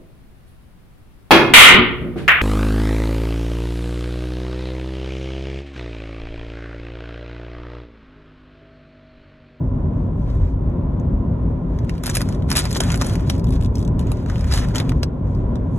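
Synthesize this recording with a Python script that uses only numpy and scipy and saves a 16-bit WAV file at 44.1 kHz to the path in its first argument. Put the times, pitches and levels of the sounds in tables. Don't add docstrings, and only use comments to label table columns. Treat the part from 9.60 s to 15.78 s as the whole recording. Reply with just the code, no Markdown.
import sys
import numpy as np
from scipy import signal
from scipy.fft import rfft, irfft
from scipy.io import wavfile

SR = 44100
rng = np.random.default_rng(int(sys.argv[2]) if len(sys.argv) > 2 else 0)


def volts_from_decibels(level):
    exponent = np.asarray(level, float) / 20
    return 10 ** exponent


def store_wav(level_fs):
    pcm = np.round(np.clip(np.atleast_2d(level_fs), -1, 1) * 32767)
    wavfile.write(sys.argv[1], SR, pcm.T.astype(np.int16))


N = 272670

HELD_FROM_S, HELD_TO_S = 3.83, 4.3
AT_REST_DB, FIRM_DB = -80, 43.5
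TREBLE_AT_PAR_DB = -14


def shaped(x, gain):
    padded = np.pad(x, [(0, 0), (N // 2, N - N // 2)], mode="reflect", reflect_type="odd")
    return irfft(rfft(padded) * gain, 2 * N)[:, N // 2:N // 2 + N]


def at_hz(points, hz):
    table = np.array(points)
    return np.interp(np.log(hz + 1), np.log(table[:, 0] + 1), table[:, 1])


def in_time(rows):
    s, *columns = np.transpose(rows)
    return [np.interp(np.arange(N) / SR, s, c) for c in columns]


def rms_one(x):
    return x / np.sqrt(np.mean(x ** 2) + 1e-20)


def drift(rate):
    steps = rng.standard_normal(int(N / SR * rate) + 2)
    return np.interp(np.arange(N) / SR * rate, np.arange(len(steps)), steps)


def snaps(spread_db, buckle_s):
    # time_s, strength_db, body_db, treble_db, ring_hz
    lone_snaps = [(0.7004, -49.5, 4, -24, 3390), (0.8344, -53, 2, -27, 2600),
                  (1.096, -53.5, -20, -12, 8000), (1.3974, -51, 7, -48, 2490), (1.895, -57, -20, -8, 6000),
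                  (2.187, -41, 3.5, -37, 2970), (2.2463, -47, 6, -35, 2480), (2.2934, -25.5, -5, -50, 2570),
                  (2.3785, -47, 10, -24, 2660), (2.4358, -21, -5, -1, 7100),
                  (2.4585, -14.5, -19, -9.5, 2800), (2.4654, -12.5, -13, -5.5, 2680),
                  (2.4762, -16.5, -12, -16.5, 4030), (2.4928, -27.5, 1, -8, 2500),
                  (2.4969, -11.5, -16.5, -12.5, 6520), (2.5115, -26, -8, -18, 7070),
                  (2.5416, -22.5, -15, -11.5, 6960), (2.5508, -11.5, -23, -1.5, 6940),
                  (2.5555, -12, -18, -6.5, 6720), (2.5682, -8, -11, -9, 6380),
                  (2.597, -26.5, -19, -9.5, 6590), (2.606, -24.5, 1, -6.5, 3380),
                  (2.6149, -15.5, -9, -14, 6400), (2.6875, -27.5, -2.5, -15, 6620),
                  (2.7237, -32, -9, -15, 3250), (2.7462, -35, -13, -19, 3270),
                  (2.8218, -39.5, -4, -26, 2700), (2.889, -33, -8, -24, 2550),
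                  (2.9018, -11.5, -18, -15.5, 5400), (2.9141, -6, -15, -18, 5900),
                  (2.9252, -12.5, -17, -13.5, 5880), (2.9527, -15, -8, -11, 6500),
                  (2.9585, -13.5, -19, -9.5, 6300), (2.9631, -4.5, -16.5, -20.5, 6100),
                  (2.9681, -5.5, -12, -9, 7420), (2.978, -6.5, -16.5, -16.5, 6500),
                  (2.99, -11.5, -17, -8, 7000), (2.9985, -18.5, -13, -12.5, 4000),
                  (3.0393, -29.5, -11, -5.5, 3730), (3.053, -16, -12, -11.5, 4150),
                  (3.0984, -38.5, -11, -6.5, 5940), (3.1068, -23, -12, -8, 5410),
                  (3.1124, -17, -14, -17, 3310), (3.1268, -17.5, -30, -11, 7220),
                  (3.1485, -18.5, -13, -16.5, 3360), (3.157, -24.5, 2, -22.5, 6000),
                  (3.1634, -17, -4, -12, 6500), (3.168, -21, -1, -3, 7000),
                  (3.1726, -19.5, -20, -7.5, 7410), (3.2035, -3, -14.5, -21, 3200),
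                  (3.2105, -31.5, -8, -21, 6420), (3.235, -19, -5, -22.5, 3250),
                  (3.3016, -14, -16, -29.5, 3050), (3.3176, -12, -17, -21, 3810),
                  (3.3234, -19, -10, -24, 6200), (3.3415, -24.5, 3.5, -17.5, 3380),
                  (3.3564, -20.5, -23, -6.5, 7100), (3.3735, -27, -7, -5, 6680),
                  (3.4123, -10, -16.5, -19.5, 6520), (3.4184, -14, -5, -23, 6050),
                  (3.4444, -16.5, -16, -28.5, 6980), (3.4619, -23.5, -17, -7.5, 3110),
                  (3.4662, -18, -15, -5.5, 6910), (3.4846, -28.5, -18, -6.5, 6820),
                  (3.495, -28, -5, -17, 2650), (3.5536, -17.5, -15.5, -24, 6870),
                  (3.5944, -43, 6, -24, 2560), (3.6979, -10, -9.5, -18, 3530),
                  (3.7424, -38, -13, -18, 3460), (3.7504, -49, -8, -17, 5710), (3.763, -37, -11, -29, 5610),
                  (3.7795, -35, -6, -22, 5610), (3.7944, -31, -10, -22, 5540),
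                  (3.8417, -28.5, -13, -16, 3560), (3.8677, -33, -16, -12.5, 3610),
                  (3.8807, -38.5, -11, -17, 2730), (3.8887, -31.5, -15, -13.5, 3500),
                  (3.905, -28, -23, -16, 3530), (3.9225, -33, -7, -6, 3970), (3.9304, -40, 1, -14, 2660),
                  (3.9364, -33, -8, -19, 3520), (3.9544, -36, -10, -15.5, 2750),
                  (3.9604, -38.5, -2, -26, 2870), (4.0098, -30, -10, -20, 2750),
                  (4.0233, -32, -12, -17, 3550), (4.034, -31.5, -17, -13.5, 6300),
                  (4.046, -28, -22, -20.5, 2990), (4.058, -29, -26, -13.5, 3060),
                  (4.1537, -22, -25, -17, 6240), (4.1702, -28.5, -28, -19, 6290),
                  (4.1808, -30, -18, -17.5, 3370), (4.191, -29, -24, -18.5, 6320),
                  (4.2018, -30, -30, -19.5, 6330), (4.213, -34, -16, -20, 2500),
                  (4.226, -29.5, -21, -20.5, 6240), (4.2487, -28, -25, -20, 3070),
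                  (4.2762, -27, -27, -25, 3530), (4.3924, -27, -21, -7.5, 3560),
                  (4.4006, -34, -6, -19, 2920), (4.4104, -35, -10, -7, 3050),
                  (4.4687, -31.5, -17, -14, 2920), (4.5165, -33.5, 10, 4.5, 2900),
                  (4.66, -41.5, 6, -29, 3110), (4.6975, -25.5, -6, -38, 6170), (4.7562, -37, 0, -27, 2780),
                  (4.7797, -35.5, -2, -26, 6990), (4.792, -38, -2, -21, 2610),
                  (4.808, -28.5, -6, -30, 3220), (4.8422, -36.5, 5.5, -28, 3020),
                  (4.9228, -11.5, -19, -20, 3010), (4.9366, -7.5, -15, -20.5, 6700),
                  (4.9454, -18.5, -14, -16, 2760), (4.9746, -14.5, -13, -23, 2890),
                  (5.0847, -31.5, -5, -6, 2520), (4.9845, -22, -18, -17, 6500),
                  (5.148, -19.5, -10, -31, 3050), (5.1562, -12, -7, -33.5, 6540),
                  (5.1635, -14, -18, -21, 6490), (5.1812, -10.5, -26, -18, 5920),
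                  (5.1992, -17.5, -1, -20, 6500), (5.2255, -38.5, -12, -23, 5500),
                  (5.2664, -50, -7, -19, 2860), (5.2924, -16, -19.5, -51, 2540),
                  (5.318, -47.5, 18.5, -26, 2500), (5.4304, -18.5, 1, -20, 3000),
                  (5.6695, -53.5, 2, -27, 3490), (5.7478, -47, -2, -2.5, 2510),
                  (5.955, -42, 2.5, -45, 3520)]
    # mode_hz, lift_db
    slip_modes = [(3500, 7), (6400, 7.5), (10400, 10.5)]
    gives_s = .002
    build_s, build_db = .002, -7.5
    front_db = 9
    ring_lift_db, ring_octaves = 7, 0.13

    s, strength_db, body_db, treble_db, ring_hz = np.vstack([creases(), lone_snaps]).T
    at = np.clip(np.round((s + gives_s) * SR).astype(int) - 150, 0, N - 1)
    luck = rng.standard_normal((len(at), 18))
    ragged = rng.choice([-1, 1], (len(at), 300))
    held = (s > HELD_FROM_S) & (s < HELD_TO_S)
    luck[held] *= .3

    after = np.arange(-150, 150) / SR
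    strain = volts_from_decibels(build_db) * np.exp(-np.abs(after) / build_s)
    ending = np.exp(-np.abs(after) / buckle_s)
    shape = np.where(after < 0, strain, ending)
    shape[after == 0] = volts_from_decibels(front_db)
    burst, patches = ragged * shape, iter(luck.T)

    def bump(hz, centre_hz):
        return np.exp(-.5 * (np.log2(hz / centre_hz) / ring_octaves) ** 2)

    def strike(hz, dull, bright):
        blows = np.zeros(N + 300)
        slip_db = sum(db * bump(hz, mode_hz) for mode_hz, db in slip_modes)
        ring_db = np.where(held, slip_db, ring_lift_db * bump(hz, ring_hz))
        tilt_db = dull * (body_db + 12.5) + 2.27 * bright * (treble_db - TREBLE_AT_PAR_DB)
        size = volts_from_decibels(strength_db + ring_db + tilt_db + spread_db * next(patches))
        np.add.at(blows, at[:, None] + np.arange(len(after)), size[:, None] * burst)
        return blows[:N]
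    return volts_from_decibels(-9.0) * film(strike)


def creases():
    count = 700
    above_rustle_db, spread_db = -4, 4
    follow = 0.27
    body_above_dullness_db = -19.5
    level_db, dull_db = handling()
    when, size, body, edge, pitch = rng.random((count, 5)).T
    at = (when * N).astype(int)
    grip_db = level_db[at]
    strength_db = grip_db + above_rustle_db + follow * (grip_db - AT_REST_DB - FIRM_DB)
    strength_db = strength_db - spread_db * np.log(np.maximum(size, .2))
    body_db = dull_db[at] + body_above_dullness_db + 8 * (body - .5)
    treble_db = TREBLE_AT_PAR_DB + 9 * (edge - .5)
    ring_hz = 2500 * 4 ** pitch
    return np.transpose([at / SR, strength_db, body_db, treble_db, ring_hz])


def rustle(per_s, size_db, clump_db, grip_db):
    level_db, dull_db = handling()
    born = rng.random(N) < per_s * volts_from_decibels(clump_db * drift(60)) / SR
    grains = rms_one(born * volts_from_decibels(size_db * np.minimum(rng.exponential(1, N), 4)))
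    firm = 0.45 / (1 + volts_from_decibels(grip_db - level_db))
    rub = firm * grains + np.sqrt(1 - firm ** 2)

    def strike(hz, dull, bright):
        return volts_from_decibels(dull * dull_db + 2.6 * drift(40)) * rub * rng.standard_normal(N)
    return volts_from_decibels(level_db - 7.5) * film(strike)


def handling():
    # start_s, length_s, rustle_db, dullness_db
    grips = [(.01, 0.19, -72, 12), (0.39, .04, -67, 7), (0.608, .04, -60, 3), (0.674, 0.1, -58, 12.5),
             (0.814, 0.084, -59, 14.5), (0.948, .3, -75, 6), (2.151, 0.08, -61, 14.5),
             (2.286, .13, -55.5, 13.5), (2.448, 0.062, -34, 1.5), (2.538, 0.042, -33, 0),
             (2.584, .028, -40.5, 8), (2.644, 0.11, -48.5, 9), (2.901, 0.039, -33, 6.5),
             (2.969, 0.027, -19.5, -2.5), (3.013, 0.058, -36, 10.5), (3.092, .045, -37, -3.5),
             (3.147, 0.028, -33.5, 0.5), (3.217, 0.13, -34.5, 8.5), (3.401, 0.14, -34, 3.5),
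             (3.55, .1, -47, 9), (3.672, .09, -39.5, -4), (3.77, 0.11, -60, -3), (3.932, 0.029, -45.5, 0.5),
             (4.004, 0.06, -54, 2), (4.148, .07, -57, -15.5), (4.417, 0.014, -50.5, 4),
             (4.473, 0.16, -50.5, 10.5), (4.688, 0.27, -47, 12.5), (4.873, .04, -40, 5.5),
             (4.915, 0.079, -27.5, 4), (4.982, .06, -37, 13.5), (5.056, 0.062, -44.5, 6),
             (5.149, 0.06, -40, 15), (5.239, 0.053, -51.5, 17), (2.792, .08, -60.5, 0.5),
             (5.353, .07, -58, 5), (5.685, 0.12, -58.5, -1), (5.918, 0.23, -69, -4), (6.096, .04, -66, 5.5),
             (6.156, .05, -55, 2.5)]
    rise_db_per_s, sag_db_per_s, fall_db_per_s = 895, 21.5, 452.5
    t = np.arange(0, N / SR + .002, .001)
    start, length, level_db, dull_db = np.transpose(grips)[:, :, None]
    speed = np.clip((level_db - AT_REST_DB) / FIRM_DB, .2, 1)
    rise_db = speed ** 2 * rise_db_per_s * np.maximum(start - t, 0)
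    sag_db = sag_db_per_s * np.clip(t - start, 0, length)
    fall_db = speed * fall_db_per_s * np.maximum(t - start - length, 0)
    shape_db = level_db - rise_db - sag_db - fall_db
    strongest_db = np.maximum(shape_db.max(axis=0), AT_REST_DB)
    return in_time(np.transpose([t, strongest_db, dull_db[shape_db.argmax(axis=0), 0]]))


def film(strike):
    # patch_hz, gain_db
    film_colour = [(250, -19.5), (500, 7.5), (1000, 8), (1700, 8), (2500, 2), (3600, 5.5), (4700, 9.5),
                   (5600, 2), (7000, 0), (9000, 3.5), (10400, 1.5), (11200, -14.5), (12000, -22.5),
                   (14000, -60)]
    # time_s, top_treble_db
    facing = [(0, -1), (2.3, -20), (2.45, -0.5), (3.1, 0), (3.8, -7), (4.4, -8.5), (4.7, -3), (5.5, -11.5),
              (5.95, -18.5), (6.18, 14)]
    shadow_hz = 9100
    out, edges = 0, 250 * 2 ** (np.arange(19) / 3)
    treble_db, = in_time(facing)
    for low, high in zip(edges, edges[1:]):
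        hz = np.sqrt(low * high)
        dull = 1 / (1 + (hz / 2500) ** 3)
        bright = 1 / (1 + (shadow_hz / hz) ** 6)
        patch = signal.butter(1, [low, high], "band", fs=SR, output="sos")
        ringing = signal.sosfilt(patch, strike(hz, dull, bright) + 1e-18)
        out = out + volts_from_decibels(at_hz(film_colour, hz) + treble_db * bright) * ringing
    return out


def cabin(x, count):
    # freq_hz, likeness (0-1)
    echo_likeness = [(500, 0), (2500, 0), (4700, 0.87), (7000, 0.5), (12000, 0)]
    treble_t60_s, body_t60_s = 0.045, 0.062
    t, hz = np.arange(8192) / SR, np.arange(4097) * SR / 8192
    alike = np.clip(at_hz(echo_likeness, hz), 0, 1)
    dull = 1 / (1 + (hz / 1200) ** 2)
    spot = np.repeat(rng.integers(0, count, N // 256 + 1), 256)[:N]
    spot[int(HELD_FROM_S * SR):int(HELD_TO_S * SR)] %= 3
    out = 0
    for k in range(count):
        noise = rng.standard_normal((2, len(t))) * (t > .0008)
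        short = noise * volts_from_decibels(np.maximum(-60 * t / treble_t60_s, -200))
        long = noise * volts_from_decibels(np.maximum(-60 * t / body_t60_s, -200))
        mid, side = (1 - dull) * rfft(short) + dull * rfft(long)
        pair = np.sqrt(1 + alike) * mid + np.sqrt(1 - alike) * side * [[1], [-1]]
        echo = irfft(pair)[:, :6000]
        echo = echo / np.sqrt(np.sum(echo ** 2) / 2)
        out = out + signal.oaconvolve((x * (spot == k))[None], echo, axes=1)[:, :N]
    return out


def road():
    # time_s, level_db
    coarseness = [(0.0, -22.5), (0.08, -23.5), (1.82, -22), (2.32, -23), (2.63, -21), (3.1, -24.5),
                  (3.18, -22), (6.11, -21), (6.18, -20.5)]
    # freq_hz, level_db_per_hz
    tyres = [(12, -53), (20, -21), (37, -2.5), (87, 0), (167, -6), (196, -12.5), (251, -12.5), (348, -23.5),
             (599, -24), (786, -34), (978, -35), (1220, -41.5), (4250, -71), (11300, -80.5), (13300, -92)]
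    # centre_hz, width_hz, lift_db
    colour_peaks = [(49, 34.5, 8), (97, 10, 1.5), (193, 40, 1.5), (261.4, 28, 5), (370, 64, 7),
                    (1010, 150, 8), (1410, 90, 4), (3630, 1100, 6), (11050, 320, 11)]
    # freq_hz, likeness (0-1)
    road_likeness = [(60, 1), (130, .99), (190, 1), (280, 0.79), (600, 0.54), (1300, 0.2), (3000, 0.5),
                     (8000, 0.6), (12000, 0.03)]
    # centre_s, lift_db
    swells = [(0.098, 9), (0.498, 3), (0.809, 9), (1.251, 0.5), (1.582, 10.5), (1.948, 4), (3.75, 2.5),
              (3.99, 7), (4.45, 2), (4.719, 4.5), (4.95, 5.5), (5.378, 3), (5.8, 4.5)]
    rest_db, boom_waver_db, roar_waver_db = -28, 1.5, 1.5
    swell_s = 0.27

    hz = np.arange(N // 2 + 1) * SR / N
    peaks_db = sum(db / (1 + (2 * (hz - at) / width) ** 2) for at, width, db in colour_peaks)
    colour_db = at_hz(tyres, hz) + peaks_db
    alike = np.clip(at_hz(road_likeness, hz), 0, 1)
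    mid, side = rfft(rng.standard_normal((2, N)))
    pair = np.sqrt(1 + alike) * mid + np.sqrt(1 - alike) * side * [[1], [-1]]
    pair = volts_from_decibels(colour_db) * pair

    boom_share = 1 / (1 + (hz / 90) ** 4)
    boom = rms_one(irfft(pair * boom_share, N))
    roar = rms_one(irfft(pair * (1 - boom_share), N))
    t = np.arange(N) / SR
    swell_db = sum(db * np.maximum(1 - np.abs(t - s) / swell_s, 0) for s, db in swells)
    boom_db = rest_db + boom_waver_db * drift(4.8) + swell_db
    roar_db, = in_time(coarseness)
    return volts_from_decibels(boom_db) * boom + volts_from_decibels(roar_db + roar_waver_db * drift(5.4)) * roar


def scene():
    bag = snaps(spread_db=2.4, buckle_s=.0005)
    bag = bag + rustle(per_s=570, size_db=9.5, clump_db=-3.5, grip_db=-66.5)
    reflected = volts_from_decibels(-3.5) * cabin(bag, count=8)
    return road() + bag + reflected


def band_limit(x):
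    return signal.sosfilt(signal.butter(12, 13460, fs=SR, output="sos"), x)


def record(dry):
    # freq_hz, lead_radians
    port_phase = [(0, .02), (1500, 0), (2500, .9), (3450, 1.6), (4740, 3.15), (6700, 6.3), (8900, 9.45),
                  (11500, 12.3), (14000, 14)]
    # freq_hz, difference_db
    port_balance = [(60, 1), (110, -0.86), (200, 2.5), (360, 0.5), (650, -0.5), (1180, -0.7), (2150, -0.5),
                    (3900, 1), (7080, 0), (12900, 0.5)]
    opening_s, limit = .003, .66
    hz = np.arange(N + 1) * SR / (2 * N)
    lead = np.interp(hz, *np.transpose(port_phase))
    half = np.array([[.5], [-.5]])
    ports = volts_from_decibels(half * at_hz(port_balance, hz)) * np.exp(1j * half * lead)
    opening = np.sin(np.pi / 2 * np.minimum(np.arange(N) / SR / opening_s, 1)) ** 2
    heard = shaped(dry, ports) * opening
    rounded = heard / (1 + (np.abs(heard) / limit) ** 4) ** .25
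    top_cut = 1 / np.sqrt(1 + (hz / 12800) ** 70) / np.sqrt(1 + (hz / 11800) ** 14)
    mix = shaped(rounded, top_cut)
    return band_limit(mix)


dry = scene()
out = record(dry)
store_wav(out)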